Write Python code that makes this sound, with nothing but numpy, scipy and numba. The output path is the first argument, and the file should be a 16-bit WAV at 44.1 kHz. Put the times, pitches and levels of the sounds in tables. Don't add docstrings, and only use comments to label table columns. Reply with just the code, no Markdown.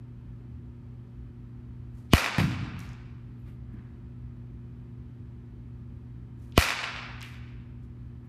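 import sys
import numpy as np
from scipy import signal
from scipy.fft import rfft, irfft
from scipy.io import wavfile
from scipy.ndimage import uniform_filter1d
from numba import njit

SR = 44100
rng = np.random.default_rng(int(sys.argv[2]) if len(sys.argv) > 2 else 0)


def store_pcm(level_fs):
    pcm = np.round(np.clip(level_fs, -1, 1) * 32767).astype(np.int16)
    wavfile.write(sys.argv[1], SR, np.atleast_2d(pcm).T)


def volts_from_decibels(level):
    exponent = np.asarray(level, float) / 20
    return 10 ** exponent


N = 365148
T = np.arange(N) / SR

# time in seconds, crack level in dB, hall level in dB against the crack,
# body level in dB against the barrel's ping, time constant of the thump's slide in seconds.
HITS = [(2.1347, 16.5, -39.5, 1.5, 0.0012), (6.578, 15.5, -36.5, -5, 0.00063)]
# delay in seconds, relative slap level in dB, clump level in dB against the smooth tail.
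ECHOES = [(0.0138, 0.5, -29.5), (.0255, -7, -30.5), (.031, -6.5, -26.5), (.045, 2.5, -5),
          (0.1082, 1.5, -5.5), (.126, -1.5, -16), (0.253, -17, 0.5), (0.263, -6.5, -17), (.383, -22, -4)]


def place(times, sizes):
    x = np.zeros(N)
    np.add.at(x, (np.asarray(times) * SR).astype(int), sizes)
    return x


def conv(x, h):
    return signal.fftconvolve(x, h)[:N]


def fade(t, t60):
    return np.exp(-np.log(1000) * t / t60)


def ring(modes, seconds):
    t = T[:int(seconds * SR)]
    return sum(volts_from_decibels(db) * np.sin(2 * np.pi * hz * t) * fade(t, t60) for hz, db, t60 in modes)


def band(x, hz, octaves):
    edges = np.clip(hz * 2 ** (np.array([-.5, .5]) * octaves), 20, .45 * SR)
    return signal.sosfilt(signal.butter(2, edges, "band", fs=SR, output="sos"), x)


def unit(x):
    return x / np.sqrt(np.mean(x ** 2))


def walk(rate):
    hold = int(SR / rate)
    steps = np.repeat(rng.standard_normal(N // hold + 1), hold)
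    return unit(uniform_filter1d(uniform_filter1d(steps, hold), hold)[:N])


@njit
def follow(x, attack, release):
    e, out = 0., np.empty(len(x))
    for i in range(len(x)):
        e += (abs(x[i]) - e) * (attack if abs(x[i]) > e else release)
        out[i] = e
    return out


def ripple(size):
    depth_db, spacing_hz, from_hz = 1.76, 30.96, 450
    knots = np.arange(0, SR / 2 + spacing_hz, spacing_hz)
    bumps = rng.standard_normal(len(knots)) * (knots > from_hz)
    return volts_from_decibels(depth_db * np.interp(np.fft.rfftfreq(size, 1 / SR), knots, bumps))


def building():
    # frequency in Hz, rms level in dB about which it wavers.
    tones = [(120, -45.5), (240, -54), (280, -68.5), (350, -65.5), (420, -76.5)]
    # frequency in Hz, relative density in dB per Hz.
    rumble = [(20, -44.5), (35, -18), (58, 4.5), (80, 1), (105, -5), (170, -9), (300, -17), (380, -22),
              (520, -33), (1400, -35), (2500, -43.5), (7300, -60.5), (12900, -64), (16000, -67)]
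    waver_db, swell_db, changes_per_s, air_db = .7, 0.27, 5.9, -46
    hum = 0
    for hz, db in tones:
        sine = np.sqrt(2) * np.sin(2 * np.pi * (hz * T + rng.random()))
        hum = hum + volts_from_decibels(db + waver_db * walk(changes_per_s)) * sine
    hz, db = np.transpose(rumble)
    bins = np.fft.rfftfreq(N, 1 / SR) + 1
    colour = volts_from_decibels(np.interp(np.log(bins), np.log(hz), db)) * ripple(N)
    air = 0
    for low, high in [(0, 100), (100, 450), (450, 3000), (3000, SR)]:
        noise = rfft(rng.standard_normal(N))
        part = irfft(noise * colour * (bins >= low) * (bins < high), N)
        air = air + part * volts_from_decibels(swell_db * walk(changes_per_s))
    return hum + volts_from_decibels(air_db) * unit(air)


def rustle():
    # time of the peak in seconds, level at the peak in dB,
    # centre in Hz, width in octaves, length in seconds.
    movements = [(2.46, -69, 10000, 1.2, .09), (2.819, -69, 9000, 1.8, 0.24), (3.4, -82, 12000, 0.37, .1),
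                 (3.473, -62.5, 1490, 1.7, 0.13), (3.478, -73.5, 11000, 1.2, 0.17),
                 (3.737, -83, 12000, 0.54, .06), (3.78, -65, 1340, 1.04, 0.52),
                 (3.753, -48, 208, 0.54, 0.17), (7.231, -41.5, 2400, 0.71, 0.058),
                 (7.25, -65.5, 10000, 1, 0.25), (7.838, -77, 3200, 3.3, 0.066),
                 (8.251, -80, 10340, 1.4, 0.051)]
    swings = [(s - 0.15, -72, 2765, 4.2, .28) for s, *_ in HITS]
    rise_share, bend = .28, 1.5
    grains = rng.standard_normal(N) * volts_from_decibels(2.0 * walk(300))
    out = 0
    for s, db, hz, width, length in swings + list(movements):
        corners = s + length * np.array([-rise_share, 0, 1 - rise_share])
        swell = np.interp(T, corners, [0, 1, 0]) ** bend
        out = out + volts_from_decibels(db) * unit(band(grains, hz, width)) * swell
    return out


def bat():
    # frequency in Hz, relative level in dB, 60 dB decay in seconds.
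    modes = [(520, -1.5, .012), (680, 5.5, 0.018), (1086, 6, 0.011), (1320, -0.5, 0.015), (1980, 1, 0.017),
             (2500, 8.5, 0.008), (2896, 6.5, 0.01), (4857, 10, 0.0024), (7000, -6.5, 0.0023),
             (9800, 0.5, 0.0031), (12075, -1.5, 0.004)]
    s, crack_db, hall_db, body_db, slide_s = np.transpose(HITS)
    t = T[:SR // 5]
    crack = ring(modes, .05)
    crack = crack / np.abs(crack).max()
    blows = place(s, volts_from_decibels(crack_db))

    delay, slap_db, _ = np.transpose(ECHOES)
    echoes = conv(band(crack, 2100, octaves=0.77), place(delay, volts_from_decibels(slap_db))[:SR])
    treble_db, air_loss_db_per_s = -7, 52
    edge_db = slap_db + treble_db - air_loss_db_per_s * delay
    echoes = echoes + conv(band(crack, 5500, octaves=4.2), place(delay, volts_from_decibels(edge_db))[:SR])
    out = conv(blows, crack) + volts_from_decibels(-16) * conv(blows, echoes)

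    end_hz, extra_cycles, thump_t60_s, lag_s = 72.4, 0.66, .06, .0012
    cycles = end_hz * t + extra_cycles * (1 - np.exp(-t / slide_s[:, None]))
    thumps = -np.sin(2 * np.pi * cycles) * fade(t, thump_t60_s)
    thump_db = crack_db - 11.5 + .4 * body_db
    for at, db, thump in zip(s, thump_db, thumps):
        out = out + conv(place([at + lag_s], volts_from_decibels(db)), thump)

    hiss = unit(band(rng.standard_normal(N), 3000, octaves=1.2))
    out = out + volts_from_decibels(-42.5) * hiss * conv(blows[::-1], fade(t, 0.043))[::-1]

    lows = signal.butter(1, 1400, fs=SR, output="sos")
    sent = volts_from_decibels(crack_db + hall_db)
    body = signal.sosfilt(lows, place(s, sent * (volts_from_decibels(body_db) - 1)))
    return out, place(s, sent) + body


def hall():
    # frequency in Hz, relative level in dB, 60 dB decay in seconds.
    tail = [(243, -3.5, 1.2), (506, -5, 1.1), (885, 0.5, 1.38), (1740, 0, 1.4), (2400, 3, 1.212),
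            (3200, -4.5, 1.186), (4830, -5, 0.94), (5800, -10, 0.8), (8150, -14, 0.61),
            (13156, -10.5, 0.28)]
    build_s, clump_t60_s = 0.0046, 0.21
    grain_db, flare_db, merge_t60_s = 3, 1.5, 3.7
    t = T[:2 * SR]
    hz, db, t60 = np.transpose(tail)
    delay, _, clump_db = np.transpose(ECHOES)
    clumps = 1 + conv(place(delay, volts_from_decibels(clump_db)), fade(t, clump_t60_s))[:len(t)]
    grain = volts_from_decibels(grain_db * walk(1500)[:len(t)] * fade(t, merge_t60_s))
    build = 1 - np.exp(-t / build_s)
    noise = ripple(len(t)) * rfft(rng.standard_normal(len(t)) * grain * clumps * build)
    step = 2 * np.log2((np.fft.rfftfreq(len(t), 1 / SR) + 1) / 200)
    out = 0
    for k in range(14):
        log_hz = np.log(200 * 2 ** (k / 2))
        band_db = np.interp(log_hz, np.log(hz), db)
        band_t60 = np.interp(log_hz, np.log(hz), t60)
        part = irfft(noise * np.clip(1 - np.abs(step - k), 0, 1), len(t))
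        flare = flare_db * walk(120)[:len(t)] * fade(t, merge_t60_s)
        out = out + volts_from_decibels(band_db + flare) * part * fade(t, band_t60)
    return out / np.sqrt(np.mean(out[:SR // 5] ** 2))


def wall():
    # time in seconds, boom in dB.
    knock_rows = [(2.3822, -9), (2.4, -9.5), (2.469, -26), (2.611, -20), (2.719, -32.5), (2.77, -41)]
    # frequency in Hz, relative level in dB, 60 dB decay in seconds.
    panel_modes = [(74.6, -24, 0.33), (98.3, -7, 0.27), (130.3, 10.5, 0.09), (173, 5.5, 0.094),
                   (200.8, -7, 0.34), (243.6, 3, 0.066), (299.5, -5.5, 0.11)]
    s, boom_db = np.transpose(knock_rows)
    t, short = T[:SR], T[:SR // 10]
    knocks = place(s, volts_from_decibels(boom_db))
    push = conv(knocks, np.hanning(60) / 30)
    shudder = volts_from_decibels(-32.5) * conv(knocks, fade(t, 0.59)) * rng.standard_normal(N)
    panel = band(ring(panel_modes, .5), 152, octaves=2.1)
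    boom = conv(push + shudder, panel / np.abs(panel).max())
    first_slap_db, slope, to_hall_db = -22.5, 3.9, -17.5
    slaps = place(s, volts_from_decibels(first_slap_db + slope * (boom_db - boom_db[0])))
    slap = unit(band(rng.standard_normal(len(short)), 910, octaves=2.8)) * fade(short, 0.12)
    snap = unit(band(rng.standard_normal(len(short)), 9000, octaves=1.2)) * fade(short, 0.02)
    return boom + conv(slaps, slap + volts_from_decibels(-9) * snap), volts_from_decibels(to_hall_db) * slaps


def ticks():
    # time in seconds, starting level in dB,
    # centre in Hz, width in octaves.
    clicks = [(2.7918, -42.5, 8470, 4.1), (2.803, -42, 6440, 0.7), (2.89, -51, 5370, 0.72),
              (2.898, -62, 6160, 0.55), (2.932, -55, 5000, 1), (6.522, -48, 3200, 0.79),
              (7.208, -47, 6000, 0.84), (7.2157, -34, 2400, 1.2), (7.227, -38.5, 4030, 2.5),
              (7.244, -53.5, 2300, 0.6)]
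    t60_s, to_hall_db = 0.014, -18.5
    out, feed, t = 0, 0, T[:SR // 20]
    for s, db, hz, width in clicks:
        click = unit(band(rng.standard_normal(len(t)), hz, width)) * fade(t, t60_s)
        out = out + conv(place([s], volts_from_decibels(db)), click)
        feed = feed + band(place([s], volts_from_decibels(db + to_hall_db)), hz, width)
    return out, feed


def scene():
    direct, feed = np.sum([bat(), wall(), ticks()], axis=0)
    return (direct + conv(feed, hall()) + rustle() + building())[None]


def top_cut(x):
    return signal.sosfilt(signal.butter(12, 16500, fs=SR, output="sos"), x)


def record(dry):
    x = signal.sosfilt(signal.butter(2, 28, "high", fs=SR, output="sos"), dry[0])
    attack_s, release_s, threshold, ceiling = 0.058, .1, volts_from_decibels(-36), .5
    level = follow(x, 1 / (attack_s * SR), 1 / (release_s * SR))
    x = x * np.maximum(level / threshold, 1) ** -.4
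    x = ceiling * np.tanh(x / ceiling)
    x = signal.sosfilt(signal.cheby2(8, 40, 15582, fs=SR, output="sos"), x)
    return top_cut(x[None])


dry = scene()
out = record(dry)
store_pcm(out)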